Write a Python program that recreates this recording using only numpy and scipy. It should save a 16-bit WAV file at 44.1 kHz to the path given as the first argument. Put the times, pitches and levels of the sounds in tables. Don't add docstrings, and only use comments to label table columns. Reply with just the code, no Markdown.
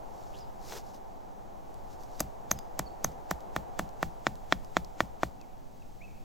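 import sys
import numpy as np
from scipy import signal
from scipy.fft import rfft, irfft, next_fast_len
from scipy.io import wavfile
from scipy.ndimage import uniform_filter1d, map_coordinates

SR = 44100
rng = np.random.default_rng(int(sys.argv[2]) if len(sys.argv) > 2 else 0)


def generate_wav(signal):
    frames = np.transpose(np.atleast_2d(signal))
    scaled = np.clip(frames, -1, 1) * 32767
    pcm = np.round(scaled).astype(np.int16)
    wavfile.write(sys.argv[1], SR, pcm)


N = 275184


def amp(db):
    return 10 ** (np.asarray(db) / 20)


def unit(x):
    return x / np.sqrt(np.mean(x ** 2) + 1e-20)


def along(points, hz):
    f, values = np.transpose(points)
    return np.interp(np.log(hz + 1), np.log(f + 1), values)


def wobble(rate_hz):
    knots = rng.standard_normal(int(N * rate_hz / SR) + 4)
    return map_coordinates(knots, [np.arange(N) * rate_hz / SR])


def rise_and_fall(t, rise_s, fall_s):
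    return np.exp(-np.abs(t) / np.where(t < 0, rise_s, fall_s))


def add(track, start_s, sound):
    i = max(round(start_s * SR), 0)
    n = min(sound.shape[-1], N - i)
    track[..., i:i + n] += sound[..., :n]


def filtered(x, response):
    n = x.shape[-1]
    padded = next_fast_len(n + SR // 4)
    return irfft(rfft(x, padded) * response(np.fft.rfftfreq(padded, 1 / SR)), padded)[..., :n]


def noise(spectrum, size):
    return unit(filtered(rng.standard_normal(size), lambda hz: amp(along(spectrum, hz))))


# f/Hz, side gain
NEAR_WIDTH = [(500, 0.084), (3500, 0.019), (5000, 0.073), (7000, 0.11), (15000, 0.096)]
def near_noise(spectrum, size):
    mid, side = noise(spectrum, (2, size))
    side = filtered(side, lambda hz: along(NEAR_WIDTH, hz))
    return np.array([mid + side, mid - side])


def echoes(x, t60_table, spread):
    hz, t, bins = signal.stft(rng.standard_normal((2, SR // 2)), SR, nperseg=128)
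    mid, side = signal.istft(bins * amp(-60 * t / along(t60_table, hz)[:, None]), SR)[1]
    side = spread * filtered(side, lambda f: along(NEAR_WIDTH, f))
    tail = np.array([mid + side, mid - side])
    return signal.fftconvolve(x[None], tail / np.linalg.norm(mid), axes=1)[:, :len(x)]


# f/Hz, left-right correlation
AMBIENT_CORRELATION = [(60, -0.28), (150, -0.13), (380, -0.21), (950, -0.41), (2380, 0.39), (5980, 0.99),
                       (15000, 0.66)]
def wide_noise(spectrum):
    angle = lambda hz: np.arccos(np.clip(along(AMBIENT_CORRELATION, hz), -1, 1)) / 2
    weights = lambda hz: np.array([np.cos(angle(hz)), np.sin(angle(hz))])
    mid, side = filtered(noise(spectrum, (2, N)), weights)
    return unit(np.array([mid + side, mid - side]))


# f/Hz, relative density/dB
WIND_SPECTRUM = [(15, 7.5), (35, -3), (70, -8.5), (130, -9), (300, -41.5)]
RUMBLE_SPECTRUM = [(50, -42), (120, -9.5), (190, 4.5), (330, -4), (600, -8.5), (1500, -36)]
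DRONE_SPECTRUM = [(80, -14.5), (200, -25), (300, -5.5), (450, -3.5), (600, -1.5), (760, 4.5), (900, 0),
                  (1100, -9.5), (1500, -19), (2500, -30.5), (5000, -42)]
LEAF_SPECTRUM = [(700, -10), (1500, 20), (3000, 15), (5000, 10.5), (6600, 16), (8000, -44), (12000, 13),
                 (15500, -11)]
# t/s, relative level/dB
DRONE_CONTOUR = [(0.0, -51.5), (1.39, -54), (3.65, -50.5), (4.61, -55.5), (5.07, -54.5), (5.86, -61.5),
                 (6.24, -61)]
def forest(wind_db=-44.5, rumble_db=-55, drone_gain_db=7, leaves_db=-72):
    contour_db = np.interp(np.arange(N) / SR, *np.transpose(DRONE_CONTOUR))
    wind = amp(wind_db + wobble(1.68)) * wide_noise(WIND_SPECTRUM)
    rumble = amp(rumble_db) * wide_noise(RUMBLE_SPECTRUM)
    drone = amp(contour_db + drone_gain_db + 0.16 * wobble(11)) * wide_noise(DRONE_SPECTRUM)
    leaves = amp(leaves_db + 0.3 * wobble(26)) * wide_noise(LEAF_SPECTRUM)
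    return wind + rumble + drone + leaves


def stroke(start_s, length_s, attack_share=0.7, release_s=0.044):
    end_s = start_s + length_s
    corners_s = [start_s, start_s + attack_share * length_s, end_s, end_s + release_s]
    return np.interp(np.arange(N) / SR, corners_s, [0, 1, 1, 0])


# t/s, length/s, level/dB
SLEEVE_STROKES = [(0.01, .29, -63), (.31, .08, -59.5), (0.588, 0.19, -47.5), (0.796, 0.11, -60.5),
                  (0.931, .016, -56), (1.87, 0.067, -61), (1.974, 0.057, -60), (2.043, 0.17, -58.5)]
# f/Hz, relative density/dB
GRASS_SPECTRUM = [(150, -3), (400, -16), (900, 1.5), (1800, -16), (3000, -9.5), (5600, -0.5), (8000, -7.5),
                  (12000, -6.5), (16000, -15)]
CLOTH_SPECTRUM = [(150, -26), (400, 5.5), (650, 1.5), (1400, -5.5), (2500, -8), (5000, -14.5)]
def rustle(grain_db=2.5, cloth_db=-45):
    pressure = sum(amp(db) * stroke(start_s, length_s) for start_s, length_s, db in SLEEVE_STROKES)
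    blades = unit(near_noise(GRASS_SPECTRUM, N) * amp(grain_db * wobble(700)))
    cloth = unit(near_noise(CLOTH_SPECTRUM, N) * amp(grain_db * wobble(200)))
    return pressure * blades + amp(cloth_db) * (pressure / pressure.max()) ** 3 * cloth


# t/s, length/s, start f/Hz, middle f/Hz, end f/Hz, level/dB
CHIRPS = [(0.315, 0.11, 2160, 3900, 6500, -56), (0.379, 0.061, 5500, 5110, 4580, -56.5),
          (2.555, .066, 5100, 4950, 4380, -59.5), (2.857, 0.037, 4830, 4400, 4480, -56.5),
          (5.397, 0.056, 2650, 2520, 1920, -60), (5.819, 0.015, 2800, 2540, 2410, -61),
          (6.001, 0.07, 1867, 2584, 2350, -53)]
def chirps(rasp_share=0.09, flutter_db=4, echo_db=-8):
    glides = np.zeros(N)
    waver = wobble(1500)
    for start_s, length_s, start_hz, middle_hz, end_hz, db in CHIRPS:
        progress = np.linspace(0, 1, int(length_s * SR))
        glide_hz = np.polyval(np.polyfit([0, .5, 1], [start_hz, middle_hz, end_hz], 2), progress)
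        rasp_hz = rasp_share * abs(end_hz - start_hz) * waver[int(start_s * SR):][:len(progress)]
        phase = 2 * np.pi * np.cumsum(glide_hz + rasp_hz) / SR
        add(glides, start_s, amp(db) * np.sin(np.pi * progress) * np.sin(phase))
    glides *= amp(flutter_db * wobble(140))
    return glides + amp(echo_db) * echoes(glides, [(2500, 1.1), (5000, .5)], spread=0.86)


# t/s, relative level/dB
LIGHT_TICKS = [(0.7229, -40), (0.776, -42), (1.7429, -44.5), (2.035, -45), (2.1962, -30), (2.589, -30),
               (3.1188, -46), (3.406, -44), (3.891, -44.5), (4.355, -42.5), (4.647, -43.5), (4.847, -39),
               (5.4135, -42)]
def ticks(t60_s=0.0091, gain_db=-2):
    out = np.zeros((2, N))
    t = np.arange(SR // 20) / SR
    for start_s, db in LIGHT_TICKS:
        add(out, start_s, amp(db + gain_db - 60 * t / t60_s) * near_noise(GRASS_SPECTRUM, len(t)))
    return out


# f/Hz, bandwidth/Hz, relative level/dB
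STAKE_MODES = [(331.5, 100, 4.5), (717, 500, 4.5), (1250, 380, 2), (1763, 146, 1), (2230, 110, -9),
               (3367, 330, 2.5), (4040, 140, -5), (5070, 250, -3), (6500, 720, -21)]
def knock(t, hard_hz, return_s=0.00236, return_share=0.18, vary_db=0.5, bend_hz=300, radiate_hz=330):
    gains = amp(rng.normal(0, vary_db, len(STAKE_MODES)))
    wood = lambda f: sum(gain * amp(db) * 1j * f * width / (hz * hz - f * f + 1j * f * width)
                         for gain, (hz, width, db) in zip(gains, STAKE_MODES))
    contact = lambda f: 1 / (1 + 1.4j * f / hard_hz - (f / hard_hz) ** 2)
    bending = lambda f: (1j * f - bend_hz) / (1j * f + bend_hz)
    radiation = lambda f: 1j * f / (1j * f + radiate_hz)
    tip = lambda f: 1 - return_share * np.exp(-2j * np.pi * f * return_s)
    push = 1. * (np.arange(len(t)) == np.searchsorted(t, -.0005))
    wave = filtered(push, lambda f: wood(f) * contact(f) * bending(f) * radiation(f) * tip(f))
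    return wave / np.abs(wave).max()


def tap(at_s=0.7235, peak_db=-29):
    out = np.zeros(N)
    t = np.arange(-SR // 100, SR // 20) / SR
    add(out, at_s + t[0], amp(peak_db) * knock(t, hard_hz=4200))
    return out


# f/Hz, relative density/dB
SWING_SPECTRUM = [(300, -2), (1200, 2), (2500, -1), (4000, -3), (7000, -3), (11000, -14), (16000, -18)]
def swing(t):
    return near_noise(SWING_SPECTRUM, len(t)) * rise_and_fall(t, rise_s=0.015, fall_s=0.012)


# f/Hz, relative density/dB
SKID_SPECTRUM = [(600, -4), (1800, -7.5), (3200, -16.5), (5500, -0.5), (7500, -2), (11000, -1),
                 (15500, -2.5)]
def skid(t, over_knock_db, max_lead_s=0.0029, full_skid_db=-14, slip_db=4.5):
    lead_s = max_lead_s * min(1, amp(over_knock_db - full_skid_db))
    envelope = rise_and_fall(t + lead_s, rise_s=0.00095, fall_s=0.002)
    roughness = unit(uniform_filter1d(rng.standard_normal(len(t)), size=12))
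    slips = unit(amp(slip_db * roughness))
    return near_noise(SKID_SPECTRUM, len(t)) * envelope * slips


# f/Hz, relative density/dB
CRUNCH_SPECTRUM = [(400, -27), (1200, -9), (2200, 3.5), (3500, -7), (7000, -1.5), (11000, -65), (16000, -6)]
def crunch(t, decay_s=0.0031):
    return near_noise(CRUNCH_SPECTRUM, len(t)) * (t > 0) * np.exp(-np.maximum(t, 0) / decay_s)


def thump(t, turf_hz=172, t60_s=0.044):
    age_s = np.maximum(t, 0)
    return np.sin(2 * np.pi * turf_hz * rng.normal(1, 0.027) * age_s) * amp(-60 * age_s / t60_s)


# f/Hz, relative density/dB
GROUND_SPECTRUM = [(25, -22), (58, 1), (85, -10.5), (130, -9), (200, -5.5), (280, -18.5), (700, -39)]
def shudder(t, max_delay_s=0.03976, dispersion_hz=110, decay_s=0.031):
    paths = rng.standard_normal(len(t)) * (t > 0) * np.exp(-np.abs(t) / decay_s)
    lag_cycles = lambda f: max_delay_s * dispersion_hz * (1 - np.exp(-f / dispersion_hz))
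    soil = lambda f: amp(along(GROUND_SPECTRUM, f)) * np.exp(-2j * np.pi * lag_cycles(f))
    return unit(filtered(paths, soil))


# f/Hz, t60/s
SCATTER_T60 = [(100, .07), (400, .045), (1500, .035), (6000, .05), (14000, .033)]
def scatter(x, spread, gain_db=-19):
    return amp(gain_db) * echoes(x, SCATTER_T60, spread)


# t/s, knock level/dB, contact cutoff/Hz, skid level/dB
STAKE_BLOWS = [(2.2077, -18, 630, -14.5), (2.5152, -12.5, 2030, -19.5), (2.7954, -15, 1250, -20.5),
               (3.0469, -13.5, 1490, -21), (3.313, -11.5, 1520, -23), (3.5643, -12, 1660, -31),
               (3.7949, -12.5, 1570, -25), (4.0298, -10, 1590, -31), (4.2684, -7, 2160, -47),
               (4.5249, -3, 2800, -33), (4.7687, -5.5, 1800, -35.5), (5.0057, -5.5, 1900, -33.5),
               (5.2335, -8, 1260, -37)]
def hammering(crunch_gain_db=-24, swing_gain_db=-44, thump_db=-31, shudder_db=-49):
    out = np.zeros((2, N))
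    t = np.arange(-SR // 10, SR // 4) / SR
    for at_s, knock_db, hard_hz, skid_db in STAKE_BLOWS:
        scrape = amp(skid_db) * skid(t, skid_db - knock_db)
        packing = amp(knock_db + crunch_gain_db) * crunch(t)
        swish = amp(.5 * knock_db + swing_gain_db) * swing(t)
        blow = amp(knock_db) * knock(t, hard_hz) + scrape + packing
        ground = amp(thump_db) * thump(t) + amp(shudder_db) * shudder(t)
        add(out, at_s + t[0], blow + swish + ground + scatter(blow.mean(axis=0), spread=0.83))
    return out


# f/Hz, relative level/dB, t60/s
TOOL_MODES = [(6300, -7, .04), (12215, 3, 0.052), (13160, -3, .058)]
def tool_ring(t):
    age_s = np.maximum(t, 0)
    return sum(amp(db + rng.normal(0, 1, (2, 1)) - 60 * age_s / t60_s) * np.sin(2 * np.pi * hz * age_s)
               for hz, db, t60_s in TOOL_MODES)


# t/s, squeak level/dB, ring gain/dB
GLANCING_BLOWS = [(2.2053, -30, -35), (2.5152, -10, -28), (3.0459, -12, -36), (3.3103, -42, -39)]
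def glances(squeak_hz=6330, width_s=0.00045):
    squeaks, rings = np.zeros(N), np.zeros((2, N))
    t = np.arange(-SR // 100, SR // 8) / SR
    squeak = np.sin(2 * np.pi * squeak_hz * t) * np.exp(-.5 * (t / width_s) ** 2)
    for at_s, squeak_db, ring_db in GLANCING_BLOWS:
        add(squeaks, at_s + t[0], amp(squeak_db) * squeak)
        add(rings, at_s + t[0], amp(ring_db) * tool_ring(t))
    return squeaks + rings + scatter(squeaks, spread=0.9)


def scene():
    blows = hammering() + glances() + tap()
    trees = amp(-33) * echoes(blows.mean(axis=0), [(200, 0.16), (6000, 0.59), (14000, 0.65)], spread=0.46)
    return blows + trees + rustle() + ticks() + chirps() + forest()


# f/Hz, gain/dB
MIC_RESPONSE = [(7500, -1), (9600, -10.5), (11500, -5)]
def record(dry):
    cutoff_hz = 16200
    return filtered(dry, lambda hz: amp(along(MIC_RESPONSE, hz)) / (1 + (hz / cutoff_hz) ** 120))


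dry = scene()
out = record(dry)
generate_wav(out)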